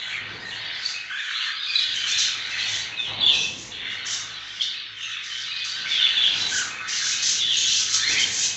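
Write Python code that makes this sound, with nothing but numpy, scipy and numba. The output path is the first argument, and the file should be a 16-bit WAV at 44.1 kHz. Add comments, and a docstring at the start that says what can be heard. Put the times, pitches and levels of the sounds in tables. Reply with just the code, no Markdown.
"""A flock of cockatiels calls all at once in an echoing aviary, heard through a phone.
From the start low and shrill chatter of rasping sine voices runs over a swelling rumble and a motor hum.
Harsh screeches, chaotic clicks ringing a throat resonance, soon join in, as do steady whistled pips.
Trilled warbles, falling calls and, near the end, rising calls follow as sines along pitch curves.
A decaying noise tail smears the birds throughout, and steep filters remove the top from about 8 kHz."""
import sys
import numpy as np
from scipy import signal
from scipy.fft import rfft, irfft
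from scipy.io import wavfile
from scipy.ndimage import uniform_filter1d
from numba import njit

SR = 44100
rng = np.random.default_rng(int(sys.argv[2]) if len(sys.argv) > 2 else 0)


def nominal_scale(level):
    """Amplitude ratio for a level in decibels (scalar or array-like)."""
    x = np.asarray(level, float) / 20
    return 10 ** x


def unload_wav(signal):
    """Save mono or channel-first audio to the path in sys.argv[1] as 16-bit WAV at rate SR, clipped to [-1, 1]."""
    wavfile.write(
        sys.argv[1],
        SR,
        np.round(np.clip(np.atleast_2d(signal).T, -1, 1) * 32767).astype(np.int16),
    )


N = 377496


def level(x, db):
    """Root-mean-square normalisation: scale a signal to an rms level in dB."""
    return x * nominal_scale(db) / np.sqrt(np.mean(x ** 2))


def curve(table):
    """Linear interpolation: the columns after the time column, sample by sample."""
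    s, *columns = np.transpose(table)
    return [np.interp(np.arange(N) / SR, s, column) for column in columns]


def walk(rate):
    """Low-passed noise: random values held for 1 / rate seconds and smoothed, with a spread near 1."""
    hold = max(int(SR / rate), 2)
    held = np.repeat(rng.standard_normal(N // hold + 1), hold)
    return 1.3 * uniform_filter1d(uniform_filter1d(held, hold), hold)[:N]


def tone(hz):
    """Frequency modulation: a sine of rms 1 whose phase is the running sum of its pitch."""
    return np.sqrt(2) * np.sin(2 * np.pi * np.cumsum(hz) / SR)


def bursts(table, fade_db_per_s):
    """Exponential swell, hold and fade: powers of the bursts add, and the loudest dominates the pitch."""
    t = np.arange(0, N / SR, 1 / 1000)  # points 1 ms apart
    s, db, swell, hold, hz = np.transpose(table)[:, :, None]
    before = 20 * (s - t) / np.maximum(swell, 1 / 60)
    after = fade_db_per_s * (t - s - np.abs(hold))
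    under = np.maximum(np.maximum(before, after), 0)
    power = nominal_scale(np.maximum(db - under, -90)) ** 2
    total = power.sum(axis=0)
    mean_hz = (hz * power).sum(axis=0) / total
    return np.transpose([t, 10 * np.log10(total), mean_hz])


def chatter(table, spread, jitter, syllable_hz, gate_db, rasp_db, count):
    """Superposed modulated sines: each bird arches through a syllable, drifts, rasps, then draws anew."""
    db, hz = curve(table)
    birds = 0
    for place in np.linspace(-1, 1, count):  # from the lowest voice to the highest
        length = int(SR / syllable_hz * rng.uniform(.7, 1.3))
        at = np.arange(N) + rng.integers(length)
        syllable = at // length
        into = at % length / length
        chance = rng.standard_normal((N // length + 2, 3))[syllable].T
        # the flock's pitch is read once, at the middle of the syllable
        middle = hz[np.clip(np.arange(N) - at % length + length // 2, 0, N - 1)]
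        offset = spread * (place + .2 * np.tanh(chance[0]))
        offset = offset + .03 * chance[1] * into + jitter * walk(400)
        # outer voices are softer
        shape = np.sin(np.pi * into ** 0.64) * nominal_scale(gate_db * chance[2] - 7.2 * place ** 2)
        # the airflow throbs about 130 times a second, which is heard as rasp
        throb = tone(130 * np.exp(.3 * chance[1] + .2 * walk(40)))
        shape = shape * nominal_scale(rasp_db * (throb + 0.52 * walk(260)))
        birds = birds + shape * tone(np.maximum(middle * np.exp(offset), 1230))
    # the flock as a whole keeps an even loudness over 40 ms
    return nominal_scale(db) * birds / np.sqrt(uniform_filter1d(birds ** 2, SR // 25) + 1e-9)


def low_chatter():
    """Amplitude modulation of a wide cluster of low voices: the deep throb makes them rough."""
    # Each row: time in seconds, level in dB before mixing, middle pitch in Hz.
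    low_points = [(0.0, -36.5, 1972), (0.16, -29.5, 2100), (0.41, -42, 1948), (0.71, -33, 2052),
                  (1.0, -38, 2053), (1.29, -30.5, 1958), (1.5, -32, 1876), (1.59, -38, 1854),
                  (2.15, -29.5, 2228), (2.44, -34, 1948), (2.59, -27.5, 2299), (2.96, -38, 2205),
                  (3.33, -38, 2293), (3.42, -45, 2310), (3.68, -46.5, 2303), (3.87, -31, 2326),
                  (4.25, -39, 1802), (4.95, -42, 2150), (5.12, -36, 2094), (5.78, -38.5, 1952),
                  (5.97, -28, 2152), (6.5, -35.5, 1904), (6.8, -35.5, 1799), (6.88, -32, 1922),
                  (7.5, -37, 2152), (7.85, -38.5, 2050), (7.93, -34, 1945), (8.17, -29.5, 2218),
                  (8.56, -41, 2128)]
    return chatter(low_points, spread=.42, jitter=.018, syllable_hz=10, gate_db=3.0, rasp_db=9.5, count=15)


def shrill_chatter():
    """Amplitude modulation of a narrower, higher cluster of voices, which breaks out in bursts."""
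    # Outbursts. Each row: peak time in seconds, level in dB before mixing, seconds to swell by 20 dB
    # (at least 1/60 is used), hold in seconds (sign ignored), middle pitch in Hz.
    outbursts = [(0, -30, .1, .11, 3403), (.33, -39, 0.48, 0, 3753), (.5, -33.5, 0.02, 0.054, 3391),
                 (.67, -30, 0.52, .09, 3736), (.83, -31, 0.1, 0.1, 4207), (1.18, -32, 0.01, .1, 3421),
                 (1.36, -24, 0.14, .08, 3500), (1.62, -26, 0.25, 0.063, 3899),
                 (1.76, -23, 0.16, 0.092, 3846), (1.93, -26, 0.32, .08, 3554),
                 (2.09, -22.5, 0.26, 0.068, 3515), (2.21, -21, 0.16, 0.035, 3729),
                 (2.42, -31, .4, 0.15, 3656), (2.59, -23, -0.05, 0.028, 3603), (2.72, -30, 0.3, 0.11, 3564),
                 (3.07, -29, .06, 0.013, 3301), (3.3, -19, 0.25, 0.045, 3499),
                 (3.72, -32.5, 0.02, .23, 3347), (4.12, -28, 0.32, 0.0094, 3563),
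                 (4.38, -32, .3, 0.0015, 3520), (4.5, -35.5, .17, 0.0074, 3310),
                 (4.62, -22.5, 0, 0.011, 3680), (4.8, -31, 0.45, 0.012, 3570), (5.03, -26.5, 0.06, 0, 3297),
                 (5.12, -30.5, 0.03, 0.024, 3328), (5.5, -28, 0.56, .3, 3761),
                 (6.02, -19, 0.2, 0.037, 3416), (6.28, -20, .5, 0.0079, 3406),
                 (6.4, -28, 0.38, 0.086, 3750), (6.58, -33, .5, 0.056, 3851), (6.93, -28, 0.1, 0.055, 3580),
                 (7.04, -31, 0.3, 0.16, 3760), (7.28, -26, 0.47, 0, 3743), (7.52, -20, 0.37, 0.23, 3517),
                 (7.96, -24, 0.27, 0.0025, 3764), (8.09, -24.5, 0.2, 0.12, 3845),
                 (8.44, -26, 0.17, 0, 3740)]
    points = bursts(outbursts, fade_db_per_s=105)
    return chatter(points, spread=0.25, jitter=.016, syllable_hz=12, gate_db=3.5, rasp_db=5.5, count=13)


def background():
    """Shaped noise and a harmonic series: rumble, a wavering motor hum, the blur of far-off birds."""
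    # Each row: time in seconds, rumble level in dB, hum level in dB before its wavering,
    # upper rumble in dB over the rumble.
    floor_points = [(0.0, -60.5, -64, 6.5), (0.36, -44.5, -55, -5), (0.66, -54.5, -57, 6),
                    (1.22, -64, -70.5, 2.5), (1.79, -61.5, -76, -2.5), (1.88, -54.5, -59.5, -1.5),
                    (2.53, -54.5, -60, 2.5), (2.7, -53, -52, 6.5), (3.05, -52.5, -58, -0.5),
                    (3.1, -46.5, -48, 7.5), (3.36, -42, -58, -1.5), (3.57, -45.5, -51, -6.5),
                    (4.36, -57.5, -61, 3.5), (5.01, -62.5, -62.5, -5.5), (5.65, -61, -59.5, 0.5),
                    (5.84, -52.5, -63, -0.5), (6.13, -53.5, -67, 2), (6.45, -44, -54.5, -1),
                    (6.9, -53.5, -59.5, -1.5), (7.68, -50.5, -51.5, -6), (8.04, -53, -56, -3.5),
                    (8.11, -41, -56, -5), (8.56, -51.5, -56, 0)]
    # Rumble spectrum. Each row: frequency in Hz, relative spectral level in dB.
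    rumble_spectrum = [(15, -45), (25, -16.5), (43, -9.5), (70, -8.5), (102, -3), (259, -5.5), (520, -7),
                       (680, -42), (1140, -120)]
    rumble_db, hum_db, upper_db = curve(floor_points)
    hz, db = np.transpose(rumble_spectrum)
    bins = np.fft.rfftfreq(N, 1 / SR) + 1  # 1 Hz up, to keep the logarithm finite
    gain = nominal_scale(np.interp(np.log(bins), np.log(hz), db))
    rumble = irfft(rfft(rng.standard_normal(N)) * gain, N)
    upper_band = signal.butter(2, [610, 1150], "band", fs=SR, output="sos")
    upper = signal.sosfilt(upper_band, rng.standard_normal(N))
    low = nominal_scale(rumble_db) * (level(rumble, 0.28) + nominal_scale(upper_db) * level(upper, 0.18))

    speed = 53.3 * (1 + 0.011 * walk(5.1) + .03 * walk(30))  # motor pitch in Hz
    hum = nominal_scale(0.7 * walk(13)) * tone(2 * speed)  # the octave is the strongest
    hum = hum + nominal_scale(-11 + 4.5 * walk(9.4)) * tone(speed)
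    hum = hum + nominal_scale(-9.5 + 3.3 * walk(5)) * tone(3 * speed)

    far_band = signal.butter(4, [1100, 4200], "band", fs=SR, output="sos")
    far_birds = signal.sosfilt(far_band, rng.standard_normal(N))
    return low + nominal_scale(hum_db + 3. * walk(6)) * hum + level(far_birds, -50)


@njit
def svf(x, hz, width):
    """State-variable resonance: a band-pass with a moving centre, gain 1 there, and a width in Hz."""
    y, band, low = np.empty(len(x)), 0., 0.
    for i in range(len(x)):
        g, k = np.tan(np.pi * hz[i] / SR), width / hz[i]
        v = (band + g * (x[i] - low)) / (1 + g * (g + k))
        band = 2 * v - band
        low = low + 2 * g * v
        y[i] = k * v
    return y


def screech():
    """Source and filter: a chaotic syrinx gives uneven clicks that ring a wide throat resonance."""
    # Each row: peak time in seconds, level in dB before mixing, seconds to swell by 20 dB
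    # (at least 1/60 is used), hold in seconds (sign ignored), throat resonance in Hz.
    screeches = [(.12, -47, 0.5, 0.015, 6700), (.31, -54, .14, .03, 5700), (.505, -47.5, 0.2, 0.038, 6600),
                 (.65, -52.5, .05, 0, 5600), (.83, -49, 0.4, .03, 5010), (.89, -37, 0.16, 0.02, 6300),
                 (1.2, -51, .03, .05, 6300), (1.32, -44, 0.37, .15, 6300), (1.63, -52, .05, 0.067, 6000),
                 (1.77, -42, 0.2, .09, 6300), (1.96, -36, 0.1, .03, 6300), (2.09, -25.5, 0.04, .02, 6200),
                 (2.19, -22.5, 0.03, 0.036, 6000), (2.62, -37, 0.34, 0.0049, 6000),
                 (2.76, -29, 0.18, 0, 6200), (2.99, -47.5, -1.3, .09, 6000),
                 (3.36, -33.5, 0.12, 0.092, 5900), (3.62, -38, 0.17, 0.029, 6300),
                 (3.92, -46, 0.15, .02, 5900), (4.068, -28, -0.09, 0.097, 6200),
                 (4.56, -41, 0.4, 0.032, 5200), (4.62, -36, -0.02, 0.036, 5540),
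                 (5.015, -45.5, 0.1, .13, 6000), (5.24, -41.5, -0.1, 0.082, 6100),
                 (5.39, -35.5, 0.18, .03, 5500), (5.65, -35.5, -0.03, .05, 6000),
                 (5.8, -46, 0.7, 0.0019, 5900), (5.91, -35, 0.1, 0.067, 5200), (6.08, -45.5, 1, .06, 6100),
                 (6.27, -42.5, 0.8, 0.017, 6000), (6.41, -29.5, 0.16, 0.01, 5600),
                 (6.55, -25.5, 0.13, 0.043, 6600), (6.885, -28.5, -0.3, .09, 6000),
                 (7.07, -22.5, 0.15, 0.046, 6120), (7.23, -20.5, -0.03, 0.083, 6080),
                 (7.57, -26, 0.08, 0.054, 6300), (7.77, -22, 0.32, 0.038, 6000),
                 (7.94, -19, 0.08, 0.0037, 6200), (8.08, -26.5, -0.2, 0.058, 5900),
                 (8.2, -22.5, -0.26, 0.0019, 6200), (8.44, -20.5, 0.33, 0, 6500)]
    db, hz = curve(bursts(screeches, fade_db_per_s=138.5))
    clicks = rng.standard_normal(N) * nominal_scale(1.2 * walk(900) + 1.2 * walk(70))
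    upper = svf(svf(clicks, hz, 2100.0), hz, 2700.0)
    lower = svf(svf(clicks, 0.62 * hz, 2400.0), 0.66 * hz, 3000.0)  # a weaker resonance below
    return nominal_scale(db) * (level(upper, -1.) - level(lower, -8.))


def add(out, s, hz, db, shake, overtones_db):
    """Harmonic synthesis: mix in one whistled note along its pitch and level points, with soft ends."""
    at = np.arange(int(s[0] * SR), min(int(s[-1] * SR), N))
    pitch = np.interp(at / SR, s, hz) * (1 + shake[at])
    phase = 2 * np.pi * np.cumsum(pitch) / SR
    ends = np.minimum(1, np.minimum(at - at[0], at[-1] - at) / (0.0027 * SR))  # 2.7 ms ramps
    voice = sum(nominal_scale(g) * np.sin((k + 1) * phase) for k, g in enumerate(overtones_db))
    out[at] += np.sqrt(2) * ends * nominal_scale(np.interp(at / SR, s, db)) * voice


def pips(shake, throb):
    """Amplitude and frequency modulation: steady notes throb, and rough ones also shake in pitch."""
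    # Each row: start in seconds, length in seconds, pitch in Hz, starting level in dB before
    # throbbing and mixing, roughness from 0 to 1.
    pip_notes = [(0.125, 0.035, 2243, -34, 0.94), (0.41, 0.19, 1866, -41, 0.18),
                 (0.624, 0.19, 1793, -50, 0.2), (0.829, 0.12, 4610, -31.5, 0.7),
                 (0.936, 0.097, 2542, -36, 0.07), (1.252, 0.07, 1519, -40, 0.53),
                 (1.662, 0.19, 2473, -33.5, 0.14), (1.751, 0.091, 3972, -25, 0.36),
                 (2.082, 0.18, 2472, -35, 0.14), (2.503, 0.17, 2615, -35, 0.08),
                 (2.403, 0.1, 3920, -38.5, 0.3), (2.649, 0.07, 3640, -28, 0.6),
                 (2.719, 0.089, 3460, -34, 0.57), (2.762, 0.082, 4400, -39.5, 0.4),
                 (2.921, 0.12, 2540, -36.5, 0.16), (3.254, 0.064, 3490, -20, 0.64),
                 (3.33, 0.079, 2610, -29, 0.17), (3.429, 0.045, 2604, -28.5, 0.13),
                 (3.383, 0.07, 5880, -35, 0), (3.794, 0.14, 3514, -38, 0.74),
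                 (4.594, 0.051, 3400, -30.5, 0.7), (4.739, 0.069, 2580, -42.5, 0.2),
                 (4.85, 0.12, 5250, -56, 0.1), (4.939, 0.1, 3126, -39, 0.1),
                 (5.016, 0.086, 6240, -46.5, 0.4), (5.119, 0.14, 2576, -39.5, 0.1),
                 (5.229, 0.069, 5080, -43, 0.2), (5.298, 0.12, 3096, -36, 0.2),
                 (5.511, 0.18, 2506, -39, 0.1), (5.521, 0.31, 4690, -40.5, 0.1),
                 (5.73, 0.15, 1545, -41, 0.4), (5.858, 0.12, 2234, -37.5, 0.77),
                 (6.257, 0.06, 3480, -21.5, 0.58), (6.33, 0.07, 2570, -36.5, 0.1),
                 (6.33, 0.06, 4870, -36, 0.1), (6.395, 0.1, 3977, -27.5, 0.1),
                 (6.706, 0.13, 2533, -40, 0.07), (6.792, 0.09, 1290, -48.5, 0.2),
                 (7.001, 0.11, 1652, -35.5, 0.63), (7.118, 0.13, 2540, -39, 0.16),
                 (7.502, 0.08, 3270, -29.5, 0.24), (7.568, 0.11, 6578, -28, 0.5),
                 (8.178, 0.07, 3110, -23, 0.3), (8.404, 0.18, 2545, -41, 0.18)]
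    out = np.zeros(N)
    for s, length, hz, db, rough in pip_notes:
        note = np.zeros(N)
        add(note, [s, s + length], [hz, hz], [db, db - 3], .05 * rough * shake, [0, -30])
        out += note * nominal_scale((3.5 + 2.7 * rough) * throb - 3.3 * rough)
    return out


def warbles():
    """Sinusoidal frequency modulation: a regular trill on a gliding note rich in overtones."""
    # Each row: start in seconds, length in seconds, first pitch in Hz, last pitch in Hz,
    # level in dB of the fundamental before mixing, time of the first trill crest in seconds.
    warble_notes = [ (1.1, .125, 1540, 1780, -32, 1.131), (1.462, .062, 1740, 1680, -32, 1.473),
                    (6.515, .115, 1640, 1480, -29, 6.541), ]
    # Levels of the harmonics in dB, fundamental first.
    harmonics_db = [0, -4, -23, -25, -30]
    trill_hz, trill_depth = 30.5, .065  # depth as a share of the pitch
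    out = np.zeros(N)
    for s, length, first_hz, last_hz, db, crest in warble_notes:
        trill = trill_depth * np.cos(2 * np.pi * trill_hz * (np.arange(N) / SR - crest))
        add(out, [s, s + length], [first_hz, last_hz], [db, db], trill, harmonics_db)
    return out


def slides(shake, throb):
    """Pitch glides: falling calls swoop in, hold and drop; rising calls climb and sag at the end."""
    # Each row: start in seconds, length in seconds, held pitch in Hz, last pitch in Hz,
    # level in dB before shaping, throbbing and mixing.
    falling_calls = [(2.965, .155, 3575, 2607, -27.5), (3.198, .14, 3559, 2510, -21.5),
                     (3.695, .105, 3750, 3020, -43), (5.89, .14, 3495, 2880, -22.5),
                     (6.01, .065, 3540, 3300, -21), (6.145, 0.16, 3544, 2972, -19.5),
                     (7.385, .17, 3498, 2860, -22)]
    # Each row: share of the length, share of the way to the last pitch, level in dB.
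    fall_shape = [(0, -.5, -14), (.17, 0, 0), (.47, .08, -5), (.7, .5, -2), (1, 1, -11)]
    # Each row: start in seconds, length in seconds, first pitch in Hz, top pitch in Hz,
    # level in dB before shaping, throbbing and mixing, octave in dB over the fundamental.
    rising_calls = [(7.99, .108, 1600, 2153, -30, 4.5), (8.08, 0.061, 2200, 2610, -28.5, -36),
                    (8.1, .14, 1940, 2145, -29, -34), (8.145, 0.049, 2100, 2525, -25.5, -36)]
    # Each row: share of the length, share of the way to the top pitch, level in dB.
    rise_shape = [(0, 0, -13), (.4, .4, 0), (.7, 1, 0), (1, .9, -5.5)]
    out = np.zeros(N)
    for calls, shape in (falling_calls, fall_shape), (rising_calls, rise_shape):
        share, way, shape_db = np.transpose(shape)
        for s, length, from_hz, to_hz, db, *octave_db in calls:
            hz = from_hz + way * (to_hz - from_hz)
            overtones_db = [0, *(octave_db or [-36])]
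            add(out, s + share * length, hz, db + shape_db, .022 * shake, overtones_db)
    return out * nominal_scale(2.7 * throb)


def whistles():
    """Superposition of whistled notes: pips and slides share one pitch shake and one throb."""
    shake = walk(150)
    throb = tone(115 * np.exp(0.17 * walk(30))) + walk(150)
    return pips(shake, throb) + warbles() + slides(shake, throb)


def room(x):
    """Reverberation as convolution: direct sound plus a dense noise tail whose treble dies first."""
    t60_s, treble_t60_s, tail_db = 0.62, 0.31, -3.5
    t = np.arange(SR) / SR
    noise = rng.standard_normal(SR)
    dull = signal.sosfilt(signal.butter(2, 4300, fs=SR, output="sos"), noise)
    tail = dull * nominal_scale(-60 * t / t60_s) + (noise - dull) * nominal_scale(-60 * t / treble_t60_s)
    onset = np.clip(t / 0.0036, 0, 1)  # the tail builds up over 3.6 ms
    tail = tail * onset / np.sqrt(np.sum(tail ** 2))
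    return x + nominal_scale(tail_db) * signal.fftconvolve(x, tail)[:N]


def scene():
    """Direct-to-reverberant ratio: whistlers sit nearest, so more of them comes direct than of the rest."""
    near = whistles()
    birds = nominal_scale(-3.5) * low_chatter() + nominal_scale(-4.0) * shrill_chatter()
    birds = birds + nominal_scale(-1.5) * screech() + nominal_scale(-3.0) * near
    # the background is already diffuse and needs no room
    return (room(birds) + nominal_scale(-14.) * near + background())[None]


def roll_off(x):
    """The treble ends steeply here."""
    return signal.sosfilt(signal.butter(12, 8600, fs=SR, output="sos"), x)


def record(dry):
    """Low-pass filtering: the phone drops the top in two steep steps."""
    first_step = signal.cheby1(8, .3, 7500, fs=SR, output="sos")
    second_step = signal.ellip(8, 1, 70, 8300, fs=SR, output="sos")
    mix = signal.sosfilt(second_step, signal.sosfilt(first_step, dry))
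    return roll_off(mix)


dry = scene()
out = record(dry)
unload_wav(out)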